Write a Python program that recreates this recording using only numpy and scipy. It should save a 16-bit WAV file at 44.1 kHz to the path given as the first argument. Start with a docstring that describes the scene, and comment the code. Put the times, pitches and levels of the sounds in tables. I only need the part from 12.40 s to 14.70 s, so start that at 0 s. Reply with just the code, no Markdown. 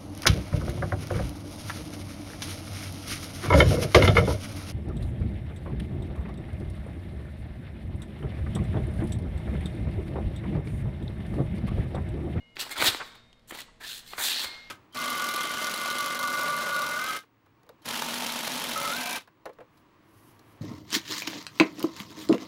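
"""The blade rings faintly from the start, over a refrigerator hum and room air that last throughout.
From 0.15 s a cleaver slices and scrapes a hanging sheet of paper, loudest near 0.45 s. It quiets by 0.9 s,
then softer sounds start at 1.07 s and stronger ones at 1.78 s, ending in rustling. Dense clicks make the
tearing, short tones and cracks the snaps, gliding noise the squeaks, low pulses the air puffs, and fading
sines the blade. Noise tails add the hard-walled kitchen around the sheet."""
import sys
import numpy as np
from scipy import signal
from scipy.fft import rfft, irfft
from scipy.io import wavfile
from scipy.ndimage import uniform_filter1d

SR = 44100
rng = np.random.default_rng(int(sys.argv[2]) if len(sys.argv) > 2 else 0)


def unload_audio(sound):
    """Save the sound as a 16-bit wav file, at the path given as the first command line argument."""
    columns = np.transpose(np.atleast_2d(sound))
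    # keep every value between -1 and 1, then stretch to whole-number steps
    steps = np.round(np.clip(columns, -1, 1) * 32767)
    wavfile.write(sys.argv[1], SR, steps.astype(np.int16))


N = 101430  # length in samples, 2.3 s

# Tearing, scraping and rustling of the sheet, in consecutive stretches; a stroke may span several lists:
# time_s, tearing level_db, flexing level_db and hiss level_db (both relative to the tearing)
STRETCHES = [
    [(0.154, -80, -1, 0), (0.157, -55, -3, -7), (0.183, -54, 6, -12), (0.196, -35, -12, -6),
     (0.222, -33.5, -7, -4), (0.25, -48, -1.5, -6), (0.296, -53.5, -1, -5), (0.314, -41, 2, -1.5),
     (0.338, -46.5, -1, -3.5), (0.357, -50, 0.5, -15)],
    [(0.357, -45.5, 3, -8), (0.405, -31.5, 0.5, -7.5), (0.434, -34, 4.5, 0.5), (0.474, -17.5, -10, -7.5),
     (0.484, -19.5, -12, -10), (0.515, -45, 3.5, 1), (0.593, -50.5, -5, -7), (0.6, -51, 5, -17)],
    [(0.6, -58, 3, -23), (0.612, -54, 17, -17), (0.67, -55.5, -8, -4.5), (0.742, -64.5, 0, -15),
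     (0.75, -59, -0.5, -16), (0.836, -71.5, -6, -21.5), (0.915, -80.5, 9.5, -13.5)],
    [(1.072, -83.5, 1, 1), (1.077, -60.5, -13, 2), (1.112, -51.5, -0.5, 5.5), (1.12, -62, 10, -4),
     (1.144, -47, -2.5, -4), (1.18, -50.5, -1.5, -5), (1.212, -45.5, -6.5, -6), (1.26, -70, -4, -8)],
    [(1.398, -70.5, 7.5, -6.5), (1.41, -51, 3.5, -5), (1.498, -38.5, -18, -8), (1.58, -44.5, -15, -1),
     (1.64, -63.5, -2, -8), (1.676, -52, -13, -2), (1.726, -47, -9.5, -6), (1.76, -55.5, 6, -3),
     (1.778, -55.5, 2, 9)],
    [(1.778, -49, 10, 1), (1.781, -35.5, 1, -7), (1.794, -40, 4, 4.5), (1.86, -26.5, -12, -2.5),
     (1.868, -30.5, -10, -1), (1.972, -32.5, -14, -11.5), (2.05, -35, -3, -4), (2.062, -41, -2, -9)],
    [(2.062, -40.5, -2, -5.5), (2.1, -46.5, -3, -16), (2.3, -61.5, -3, -19)],
]
# Tone colour of tearing fibres: pitch_hz, relative level_db per Hz
TEAR_COLOUR = [(1060, -25.5), (1800, -2.5), (2240, -13.5), (2520, -4), (3150, -1), (3430, 2.5), (4130, 1.5),
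               (5030, -5), (6000, -10.5), (7800, -29.5), (13200, -120)]
# Tone colour of the flexing sheet: pitch_hz, relative level_db per Hz
FLEX_COLOUR = [(120, -44), (200, -11), (241, 0.5), (401, -1.5), (455, -5), (885, 2), (2400, 1.5),
               (3120, -27), (5280, -120)]
# Tone colour of the treble hiss: pitch_hz, relative level_db per Hz
HISS_COLOUR = [(2940, -45.5), (5000, -21), (6080, -1), (7500, 2), (10900, -2.5), (14100, -1.5), (15600, -4)]
TEARS_PER_S, TEAR_SPREAD_DB = 9000, 0.5
FLEXES_PER_S, FLEX_SPREAD_DB = 1500, 1
HISSES_PER_S, HISS_SPREAD_DB = 12000, 1
CLUMP_DB, CLUMP_S = 1.8, .003  # fibres give way in bunches
PATCH_DB = 1.5  # unevenness over time and pitch

# Snaps of the sheet: start_s, peak level_db of the tones, middle pitch_hz,
# treble level_db (relative, before TICK_DB is added), time to fall 60 dB_s
SNAPS = [(.168, -27, 1460, -31, 0.015), (.195, -35, 4100, -14, .017), (.229, -32, 3000, -8, 0.0043),
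         (.266, -38.5, 835, -12, 0.027), (.294, -37, 2100, 4, 0.0084), (.339, -36, 4220, -4, 0.0086),
         (0.501, -25.5, 3580, -2, .008), (.325, -37, 2180, 5, 0.018), (.358, -41, 1500, -18.5, .015),
         (.38, -26, 1580, -1.5, 0.015), (0.4236, -13, 1692, -16.5, 0.018), (.444, -18.5, 892, 6, 0.0055),
         (.485, -22, 500, -15, 0.0047), (.547, -23.5, 1610, -27, .007), (.752, -46, 1043, -7.5, 0.052),
         (.929, -45.5, 3930, -18, 0.015), (.995, -60, 3990, -6, 0.011), (1.109, -33, 1410, -18, 0.027),
         (1.122, -33.5, 430, -23, 0.045), (1.148, -34, 657, -6.5, 0.045), (1.173, -37.5, 1500, 1, 0.017),
         (1.187, -35.5, 2426, -2.5, 0.039), (1.2045, -34, 3010, 1, 0.021), (1.217, -34.5, 4300, -5, 0.012),
         (1.517, -37, 3370, -10, 0.01), (1.732, -39.5, 424, -35, 0.045), (1.7339, -29.5, 1520, -35, 0.026),
         (1.779, -47, 1520, -14, 0.018), (1.96, -32, 4130, -9, 0.011)]
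SNAP_SPREAD = .3  # how far the tones stray from the middle pitch, in natural-log units
TICK_DB, CRACK_DB = -4.5, 1  # relative to the tones
CRACK_SHARE = .9  # crack fade time as a share of the snap's

# Squeaks or flaps of the taut sheet: start_s, length_s, start pitch_hz, end pitch_hz, width_hz,
# rms level_db before the rise and fall
SQUEAKS = [(.3565, 0.052, 1550, 900, 260, -40.5), (.598, 0.043, 1350, 1250, 1000, -36),
           (1.405, 0.105, 1710, 1790, 220, -46.5), (1.28, 0.03, 1100, 1100, 370, -57.5),
           (1.79, 0.071, 1500, 1850, 350, -42.5), (.2, .024, 8150, 7300, 140, -43),
           (1.94, 0.136, 4200, 4300, 660, -36)]
SINGS_HZ = 170  # the steady tone grows as the width falls compared with this

# Ringing modes of the steel blade: pitch_hz, time to fall 60 dB_s
BLADE_MODES = [(2137, 1.9), (2896, 1.4), (3702, 1.3), (4247, 0.54)]
# Times the blade is set ringing: start_s, free time until sheet or hand damps it_s,
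# then the starting rms level_db of each mode, before the soft rise
RINGS = [(0, 0.15, -62.5, -61.5, -86, -81), (.2, 0.029, -59, -42.5, -65, -72),
         (.31, 0.014, -40, -64, -62, -44), (.485, 0.63, -66, -65.5, -79, -66),
         (.66, 0.34, -79.5, -76, -58.5, -78), (1.68, 0.061, -59, -75, -75, -54),
         (2.05, .3, -46.5, -66, -69, -43)]
RING_RISE_S, CHOKE_S = .006, 0.025

# Air pushed by the sheet: start_s, level_db before its fade, pitch_hz
PUFFS = [(.385, -34.5, 69.6), (0.431, -25, 130), (.483, -27, 99.6), (.52, -41, 60), (1.195, -51, 79.4),
         (1.78, -41, 75), (1.849, -52, 100), (2.05, -40, 80)]
PUFF_CYCLES = 2.5

# How long the kitchen rings at each pitch: pitch_hz, time to fall 60 dB_s
KITCHEN_FADE = [(100, 0.46), (400, 0.62), (1500, 0.62), (4000, 0.53), (8000, 0.52), (11500, 0.19)]
KITCHEN_DB = -14

# Tone colour of the room air: pitch_hz, relative level_db per Hz
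AIR_COLOUR = [(20, 9), (32, 14), (60, 2.5), (250, 1), (420, -6.5), (1000, -9.5), (2300, -14), (4200, -15.5),
              (6000, -25.5), (11200, -33.5), (15600, -43)]
AIR_DB = -62.5  # rms
# Refrigerator hum tones: multiple of HUM_HZ, rms level_db before wavering
HUM_TONES = [(2, -72), (3, -75), (4, -72), (8, -76), (9, -80.5), (10, -87), (11, -77)]
HUM_HZ = 58.4

EDGE_HZ = 15790  # top edge of the whole sound


def amp(db):
    """Turns decibels into gain: every 20 dB is a factor of ten."""
    return 10 ** (np.asarray(db, float) / 20)


def evened(x):
    """Scales to an rms (average strength) of 1."""
    return x / np.sqrt(np.mean(x ** 2) + 1e-20)


def read(points, hz):
    """Reads a pitch table between its points, on a log-pitch axis."""
    f, value = np.transpose(points)
    return np.interp(np.log(hz + 1), np.log(f + 1), value)


def add(mix, s, sound):
    """Mixes a sound in at time s, cutting what runs past the end."""
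    part = mix[max(round(s * SR), 0):][:len(sound)]
    part += sound[:len(part)]


def colour(x, points):
    """Gives x a tone colour that falls steeply beyond the table's ends, with no sound ahead of its cause."""
    hz = abs(np.fft.fftfreq(8192, 1 / SR)) + 1
    octaves_below = np.maximum(np.log2(points[0][0] / hz), 0)
    octaves_above = np.maximum(np.log2(hz / points[-1][0]), 0)
    level_db = read(points, hz) - 30 * (octaves_below + octaves_above)
    log_gain = np.log(amp(np.maximum(level_db, -100)))
    # the Hilbert transform finds the phase that makes the filter respond earliest
    spectrum = np.exp(np.conj(signal.hilbert(log_gain)))
    taps = np.fft.ifft(spectrum).real[:4096]
    return signal.oaconvolve(x, taps / np.linalg.norm(taps))[:len(x)]


def clicks(per_s, spread_db):
    """Random clicks of uneven size and either sign, scaled to rms 1."""
    size_db = spread_db * np.minimum(rng.exponential(1, N), 4)
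    size = amp(size_db) * rng.choice([-1., 1.], N)
    happens = rng.random(N) < per_s / SR
    return evened(size * happens)


def paper():
    """Dense clicks of tearing, flexing and hiss follow the table's levels and share one bunching."""
    t = np.arange(N) / SR
    levels = np.zeros((3, N))
    for rows in STRETCHES:
        s, tear_db, flex_db, hiss_db = np.transpose(rows)
        for level, db in zip(levels, (tear_db, tear_db + flex_db, tear_db + hiss_db)):
            level += amp(np.interp(t, s, db, left=-200, right=-200))
    drift = uniform_filter1d(rng.standard_normal(N), max(int(CLUMP_S * SR), 1))
    clump = evened(amp(CLUMP_DB * evened(drift)))
    tear_level, flex_level, hiss_level = uniform_filter1d(levels, size=60) * clump
    tearing = colour(tear_level * clicks(TEARS_PER_S, TEAR_SPREAD_DB), TEAR_COLOUR)
    flexing = colour(flex_level * clicks(FLEXES_PER_S, FLEX_SPREAD_DB), FLEX_COLOUR)
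    hiss = colour(hiss_level * clicks(HISSES_PER_S, HISS_SPREAD_DB), HISS_COLOUR)
    return tearing + flexing + hiss


def patchy(x):
    """Makes the level uneven in random patches that drift over time and pitch."""
    z = signal.stft(x, nperseg=256, noverlap=192)[2]
    field = rng.standard_normal(z.shape[::-1])
    field = uniform_filter1d(field, size=14, axis=0)  # smooth over time
    field = uniform_filter1d(field, size=3, axis=1)  # smooth over pitch
    gain = evened(amp(PATCH_DB * evened(field).T))
    return signal.istft(z * gain, nperseg=256, noverlap=192)[1][:N]


def snaps():
    """Each snap: a sharp crack, a few close fast-dying tones of the sheet and a bright tick."""
    out, t = np.zeros(N), np.arange(3000) / SR
    for s, peak_db, hz, treble_db, t60 in SNAPS:
        signs = rng.choice([-1., 1.], len(t))
        fade = amp(-60 * t / max(t60, .002)) * np.minimum(t / 0.00051, 1)
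        pitches = hz * np.exp(SNAP_SPREAD * rng.uniform(-1.15, 1, 4))
        tones = fade * sum(np.sin(2 * np.pi * pitch * t) for pitch in pitches)
        crack_fade = amp(-60 * t / (CRACK_SHARE * t60))
        bursts = abs(rng.standard_normal(len(t))) ** 2 + .2
        crack = colour(signs * crack_fade * bursts, [(300, 0), (hz + 2500, -4)])
        tick = colour(signs * fade, HISS_COLOUR)
        snap = tones / abs(tones).max()
        snap += amp(CRACK_DB) * crack / abs(crack).max()
        snap += amp(treble_db + TICK_DB) * tick
        add(out, s, amp(peak_db) * snap)
    return out


def squeaks():
    """Friction noise through a steep gliding resonance, with a quick rise and slower fall."""
    out = np.zeros(N)
    for s, length, start_hz, end_hz, width_hz, db in SQUEAKS:
        u = np.arange(int(length * SR)) / (length * SR)  # progress from 0 to 1
        slow = rng.standard_normal(len(u)) + 1j * rng.standard_normal(len(u))
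        r = np.exp(-np.pi * width_hz / SR)
        slow = signal.lfilter([1], np.convolve([1, -r], [1, -r]), slow)
        slow = slow + SINGS_HZ / width_hz * abs(slow).mean()  # narrow ones hold a clearer tone
        pitch = start_hz + (end_hz - start_hz) * u
        tone = (slow * np.exp(2j * np.pi * np.cumsum(pitch) / SR)).real  # moves the noise to the pitch
        add(out, s, amp(db) * evened(tone) * np.sin(np.pi * u ** .35))
    return out


def blade():
    """Steel modes ring as pure tones that die slowly until sheet or hand damps them."""
    out, t = np.zeros(N), np.arange(N) / SR
    for s, free_s, *dbs in RINGS:
        rise = np.minimum(t / RING_RISE_S, 1)
        damping = np.exp(-np.maximum(t - free_s, 0) / CHOKE_S)
        ring = np.zeros(N)
        for (hz, t60), db in zip(BLADE_MODES, dbs):
            fade = np.sqrt(2) * amp(db - 60 * t / t60)  # root 2 turns rms into peak
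            ring += fade * np.sin(2 * np.pi * (hz * t + rng.random()))
        add(out, s, rise * damping * ring)
    return out


def puffs():
    """The sheet pushes air in low, soft pulses that fade within a few cycles."""
    out = np.zeros(N)
    for s, db, hz in PUFFS:
        turns = np.arange(4000) / SR * hz
        shape = np.minimum(turns, 1) * np.exp(-3 * turns / PUFF_CYCLES)
        add(out, s, amp(db) * np.sin(2 * np.pi * turns) * shape)
    return out


def kitchen(x):
    """Hard walls as noise tails, each pitch dying at its own speed; three tails share the sound in turn."""
    out, turn = np.zeros(N), np.arange(N) / SR * 23
    for k in range(3):
        noise = rng.standard_normal(SR) * (np.arange(SR) > 150)  # a short gap comes first
        hz, t, z = signal.stft(noise, SR, nperseg=256)
        fade = amp(-60 * t / read(KITCHEN_FADE, hz)[:, None])
        tail = signal.istft(z * fade, SR, nperseg=256)[1]
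        # the squares of the three windows add up to 1
        window = np.sqrt(2 / 3) * np.cos(np.pi * (turn + k / 3))
        out += signal.fftconvolve(x * window, tail / np.linalg.norm(tail))[:N]
    return out


def refrigerator():
    """A hum of tones at multiples of one pitch, each wavering slowly in level."""
    t = np.arange(N) / SR
    hum = np.zeros(N)
    for k, db in HUM_TONES:
        waver_db = 2.5 * evened(uniform_filter1d(rng.standard_normal(N), size=5000))
        tone = np.sin(2 * np.pi * (k * HUM_HZ * t + rng.random()))
        hum += np.sqrt(2) * amp(db + waver_db) * tone
    return hum


def room_air():
    """Quiet steady air: random noise shaped to its tone colour."""
    gain = amp(read(AIR_COLOUR, np.fft.rfftfreq(N, 1 / SR)))
    return amp(AIR_DB) * evened(irfft(rfft(rng.standard_normal(N)) * gain, N))


def scene():
    """Sheet, direct and through the kitchen, with puffs and blade over the background."""
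    sheet = patchy(paper()) + snaps() + squeaks()
    echoes = amp(KITCHEN_DB) * kitchen(sheet)
    mix = sheet + echoes + puffs() + blade() + refrigerator() + room_air()
    return mix[None]


def record(dry):
    """Removes everything above the top edge with a steep low-pass filter."""
    taps = signal.firwin(1023, EDGE_HZ, window=("kaiser", 10), fs=SR)
    return signal.oaconvolve(dry, taps[None], "same")


dry = scene()
out = record(dry)
unload_audio(out)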